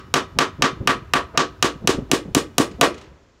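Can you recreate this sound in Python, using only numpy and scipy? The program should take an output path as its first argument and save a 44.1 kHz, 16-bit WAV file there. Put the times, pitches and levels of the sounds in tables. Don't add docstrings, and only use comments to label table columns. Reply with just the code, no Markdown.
import sys
import numpy as np
from scipy import signal
from scipy.fft import rfft, irfft
from scipy.io import wavfile
from scipy.ndimage import uniform_filter1d

SR = 44100
rng = np.random.default_rng(int(sys.argv[2]) if len(sys.argv) > 2 else 0)


def wav_out(sig):
    wavfile.write(sys.argv[1], SR, np.round(np.clip(np.atleast_2d(sig).T, -1, 1) * 32767).astype(np.int16))


N = 149940
LENGTH = 32768
T = np.arange(LENGTH) / SR

# frequency_hz, level_db
AIR_SPECTRUM = [(20, -17.5), (55, -4.5), (120, -10), (300, -11), (500, -12.5), (700, -20.5), (1200, -19.5),
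                (2500, -27), (4500, -29), (7200, -31), (8500, -49.5), (16000, -68)]
RUMBLE_SPECTRUM = [(20, -21), (40, -13.5), (58, 1), (100, -3.5), (200, -13.5), (400, -24), (1000, -32),
                   (4000, -54)]
AIR_DB, RUMBLE_DB = -58, -43
RUMBLE_END_S, RUMBLE_FADE_S = 2.91, 0.19

# thud_db, body_db, knock_db, clack_db, crack_db, tick_db
BLOWS = [(-.11, -70, 302, 4, -10, 1, -0.5, -5.5, -10), (0.14, -14, 408, 3, -2.5, 0.5, 0, -5, -6.5),
         (.3877, -28.5, 385, 3.5, -2, 1.5, 1.5, -5, -7.5), (0.622, -13, 278, 3, -2.5, 1.5, 2.5, -4, -10),
         (.8741, -15, 284, 0.5, -2.5, 1.5, 3.5, -8.5, -7), (1.1361, -15.5, 296, -1, -1.5, 1, 2, -10, -8),
         (1.375, -25, 322, 3, -2, 1, -0.5, -2.5, -12), (1.6257, -9.5, 342, 1, -3, -1.5, -0.5, -3.5, -4.5),
         (1.8738, -5, 370, 2.5, -3, -4.5, -2, -2.5, -3),
         (2.1146, -7, 327, 4.5, -3.5, -7.5, -2.5, -4.5, -1.5),
         (2.3485, -2, 308, 5.5, -3.5, -7, -4, -4, -0.5), (2.5814, -2.5, 301, 5.5, 0, -4.5, -3.5, -3.5, 1),
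         (2.8119, -23.5, 361, 7.5, 6.5, 1, 4.5, -3, 0)]
BLOW_TONE_HZ = [300, 680, 1200, 2100, 6500, 9500]
LIKENESS = .85

# frequency_hz, gain_db
CRACK_COLOUR = [(100, -20.5), (500, -10.5), (1200, 4.5), (2100, 1.5), (3200, 7), (4500, 5), (6700, 9),
                (8300, 1), (10500, -3), (13000, -8), (16000, -14)]
CRACK_DB, CRACK_T60_S = 11, .011
SPLINTER_DB, SPLINTER_T60_S = 3, 0.061
FLOOR_ECHO_S, FLOOR_ECHO_DB, FLOOR_ECHO_HZ = .004, -2.5, 2520

# pitch_hz, relative level_db, t60_s
WOOD_MODES = [(149.2, -28, 0.18), (268.7, -26, 0.12), (382.3, -24, .12), (507, -18, 0.042),
              (708.6, -14.5, 0.06), (932, -18.5, 0.032), (1198, -9, 0.043), (1501.6, -13.5, 0.042),
              (1769, -13, 0.031), (2187, -17, 0.023), (2540, -13.5, .025), (2906, -7.5, 0.021),
              (3910, -6.5, .02), (5467, -9.5, 0.015), (6864, -5, 0.01)]
WOOD_DB, WOOD_RISE_S = 1, .001

# frequency_hz, gain_db
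ROOM_COLOUR = [(80, -6), (150, 5), (270, 19.5), (450, 21), (600, 18.5), (850, 19), (1180, 21.5),
               (1600, 17.5), (2200, 12), (3000, 13), (4500, 10.5), (7000, 8), (9000, 1), (12000, -9.5),
               (15500, -14.5)]
# frequency_hz, t60_s
ROOM_DECAY = [(150, .3), (400, 0.23), (1100, 0.16), (2800, 0.18), (7000, 0.16), (15000, 0.13)]
WALL_S, BUILD_S, NEAR_DB = .013, 0.0069, -9.5
FADE_FROM_S = .032
LINGER_DB, LINGER_T60_S, LINGER_HZ = -25.5, 1, 4500
ROOM_DB, WOOD_ROOM_DB = 5, -33

# pitch_hz, relative level_db, t60_s
GARAGE_MODES = [(382.6, -38.5, 0.62), (461, -22.5, 0.24), (691, -32, 0.18), (1158, -21.5, .25),
                (1105.6, -18.5, 0.17), (1265, -30.5, 0.37), (1442, -30, 0.09), (1518, -28, 0.12),
                (1883, -26.5, 0.2), (2670, -34.5, 0.083), (2927, -33, 0.25), (3240, -36, .19)]

REBOUND_S, REBOUND_WIDTH_S, REBOUND_RING_DB, REBOUND_T60_S = .0212, .0026, -14, 0.086
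SWAY_DB, SWAY_HZ, SWAY_WIDTH_S = -21, 116, .009

# start_s (centre of the push), level_db, pitch_hz
BUMPS = [(0.086, -39, 190), (.362, -29, 141), (.378, -29, 231), (.598, -24, 126), (.614, -28, 316),
         (.735, -30, 127), (.772, -31, 150), (.814, -20.5, 126), (.83, -28.5, 200), (0.859, -26.5, 167),
         (.955, -30, 236), (0.98, -29.5, 132.2), (1.026, -35.5, 139), (1.33, -43, 121), (1.348, -30.5, 456),
         (1.36, -30, 660), (1.76, -33, 151), (1.823, -33, 207), (1.851, -23, 167), (1.949, -22.5, 257),
         (1.987, -17, 185), (2.012, -33, 268), (2.028, -27.5, 111), (2.059, -41, 114), (2.108, -32.5, 330),
         (2.261, -31, 192), (2.285, -28, 170), (2.312, -29.5, 100), (2.716, -33, 205), (2.747, -36.5, 150),
         (2.797, -29, 237), (3.074, -49.5, 124), (3.124, -45, 139.6)]
BUMP_WIDTH_S, BUMP_SCUFF_DB, BUMP_ROOM_DB = .0065, -0.5, -30

# start_s, relative level_db
RATTLES = [(2.713, -37.5), (2.943, -34), (2.98, -36), (3.013, -36.5), (3.038, -49)]
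# frequency_hz, gain_db
RATTLE_COLOUR = [(200, 8.5), (1100, 2), (3000, 8.5), (7000, -0.5), (10000, -14), (15000, -32.5)]
RATTLE_T60_S, RATTLE_ROOM_DB = 0.066, -15.5

LIMIT_DB, RECOVER_DB_PER_S, CEILING = -6.5, 598.5, 0.91
LOW_CUT_HZ, EDGE_HZ = 22, 15800


def amp(db):
    return 10 ** (np.asarray(db) / 20)


def dying(t60):
    return np.exp(-np.log(1000) * T / t60)


def unit(x):
    return x / np.sqrt(np.sum(x ** 2) + 1e-20)


def read(points, hz):
    f, value = np.transpose(points)
    return np.interp(np.log(hz + 1), np.log(f + 1), value)


def add(mix, start_s, sound):
    at = round(start_s * SR)
    part = mix[max(at, 0):max(at + len(sound), 0)]
    part += sound[max(-at, 0):][:len(part)]


def through(x, response):
    return signal.fftconvolve(x, response)[:len(x)]


def colour(x, points):
    hz = abs(np.fft.fftfreq(LENGTH, 1 / SR))
    log_gain = np.log(amp(read(points, hz)))
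    spectrum = np.exp(np.conj(signal.hilbert(log_gain)))
    response = np.fft.ifft(spectrum).real[:LENGTH // 8]
    return through(x, response)


def level_out(x, size):
    z = rfft(x)
    humps = np.sqrt(abs(uniform_filter1d(abs(z) ** 2, size)) + 1e-12)
    return unit(irfft(z / humps))


def ring(modes):
    total = np.zeros(LENGTH)
    for k, (hz, db, t60) in enumerate(modes):
        total += (-1) ** k * amp(db) * dying(t60) * np.sin(2 * np.pi * hz * T)
    return total


def noise(points):
    gain = amp(read(points, np.fft.rfftfreq(N, 1 / SR)))
    shaped = irfft(rfft(rng.standard_normal(N)) * gain, N)
    return unit(shaped) * np.sqrt(N)


def background():
    past_end = np.maximum(np.arange(N) / SR - RUMBLE_END_S, 0)
    shaking = np.exp(-past_end / RUMBLE_FADE_S)
    air = amp(AIR_DB) * noise(AIR_SPECTRUM)
    return air + amp(RUMBLE_DB) * shaking * noise(RUMBLE_SPECTRUM)


def hammer():
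    out = np.zeros(N)
    pattern = rng.standard_normal((3, LENGTH))
    wood = wood_ring()
    resonances = garage_resonances()
    for start_s, rebound_db, rebound_hz, *tone_db in BLOWS:
        fresh = rng.standard_normal((3, LENGTH))
        pattern = LIKENESS * pattern + np.sqrt(1 - LIKENESS ** 2) * fresh
        crack = nail_crack(pattern[0], pattern[1])
        walls = garage(pattern[2])
        echo = amp(ROOM_DB) * walls + amp(WOOD_ROOM_DB) * through(wood, walls) + resonances
        blow = colour(off_the_floor(crack) + wood + echo, list(zip(BLOW_TONE_HZ, tone_db)))
        add(out, start_s, blow + rebound(rebound_db, rebound_hz))
    return out


def nail_crack(steel_noise, splinter_noise):
    contact = amp(CRACK_DB) * unit(steel_noise * dying(CRACK_T60_S))
    contact += amp(SPLINTER_DB) * unit(splinter_noise * dying(SPLINTER_T60_S))
    even = np.linalg.norm(contact) * level_out(contact, size=600)
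    return colour(even * (T < T[-1] / 2), CRACK_COLOUR)


def off_the_floor(x):
    dull = signal.sosfilt(signal.butter(1, FLOOR_ECHO_HZ, fs=SR, output="sos"), x)
    return x + amp(FLOOR_ECHO_DB) * np.interp(T - FLOOR_ECHO_S, T, dull, left=0)


def wood_ring():
    return amp(WOOD_DB) * ring(WOOD_MODES) * (1 - np.exp(-T / WOOD_RISE_S))


def garage(pattern):
    hz, t, z = signal.stft(pattern, SR, nperseg=256)
    late = np.maximum(t - FADE_FROM_S, 0) * np.log(1000)
    fade = np.exp(-late / read(ROOM_DECAY, hz)[:, None])
    linger = amp(LINGER_DB) * np.exp(-late / LINGER_T60_S)
    linger = linger / (1 + (hz[:, None] / LINGER_HZ) ** 2)
    tail = signal.istft(z * np.hypot(fade, linger), SR, nperseg=256)[1][:LENGTH]
    swell = np.interp(T, [WALL_S, WALL_S + BUILD_S], [amp(NEAR_DB), 1])
    even = level_out(tail * swell, size=70)
    return colour(even * (T < T[-1] - .1), ROOM_COLOUR)


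def garage_resonances():
    return np.interp(T - WALL_S, T, ring(GARAGE_MODES) * np.minimum(T / BUILD_S, 1))


def rebound(db, hz):
    u = T - REBOUND_S
    boom = np.exp(-(u / REBOUND_WIDTH_S) ** 2)
    decay = np.exp(-np.log(1000) * abs(u) / REBOUND_T60_S)
    after = amp(REBOUND_RING_DB) * (u > 0) * (1 - boom) * decay
    sway = amp(SWAY_DB) * np.exp(-(u / SWAY_WIDTH_S) ** 2) * np.sin(2 * np.pi * SWAY_HZ * u)
    return amp(db) * ((boom + after) * np.sin(2 * np.pi * hz * u) + sway)


def bumps():
    out = np.zeros(N)
    lead = 4 * BUMP_WIDTH_S
    u = T - lead
    for start_s, db, hz in BUMPS:
        push = np.exp(-(u / BUMP_WIDTH_S) ** 2) * np.sin(2 * np.pi * hz * u)
        low_pass = signal.butter(3, hz * 2.2, fs=SR, output="sos")
        scuff = signal.sosfilt(low_pass, rng.standard_normal(LENGTH))
        scuff = unit(scuff * np.exp(-(u / BUMP_WIDTH_S / 2) ** 2)) * np.linalg.norm(push)
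        add(out, start_s - lead, amp(db) * (push + amp(BUMP_SCUFF_DB) * scuff))
    return out + amp(BUMP_ROOM_DB) * through(out, garage(rng.standard_normal(LENGTH)))


def rattles():
    out = np.zeros(N)
    for start_s, db in RATTLES:
        burst = rng.standard_normal(LENGTH) * dying(RATTLE_T60_S)
        add(out, start_s, amp(db) * colour(burst, RATTLE_COLOUR) / 2)
    return out + amp(RATTLE_ROOM_DB) * through(out, garage(rng.standard_normal(LENGTH)))


def scene():
    return (hammer() + bumps() + rattles() + background())[None]


def record(dry):
    power_db = 10 * np.log10(abs(uniform_filter1d(dry[0] ** 2, size=64)) + 1e-12)
    fall = np.arange(N) * RECOVER_DB_PER_S / SR
    held_db = np.maximum.accumulate(power_db + fall) - fall
    over_db = np.maximum(held_db - LIMIT_DB, 0)
    held = dry / amp(uniform_filter1d(over_db, size=32))
    held = held / (1 + (held / CEILING) ** 6) ** (1 / 6)
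    held = signal.sosfilt(signal.butter(2, LOW_CUT_HZ, "high", fs=SR, output="sos"), held)
    band_limit = signal.firwin(255, EDGE_HZ, window=("kaiser", 8), fs=SR)
    return signal.oaconvolve(held, band_limit[None], "same")


dry = scene()
out = record(dry)
wav_out(out)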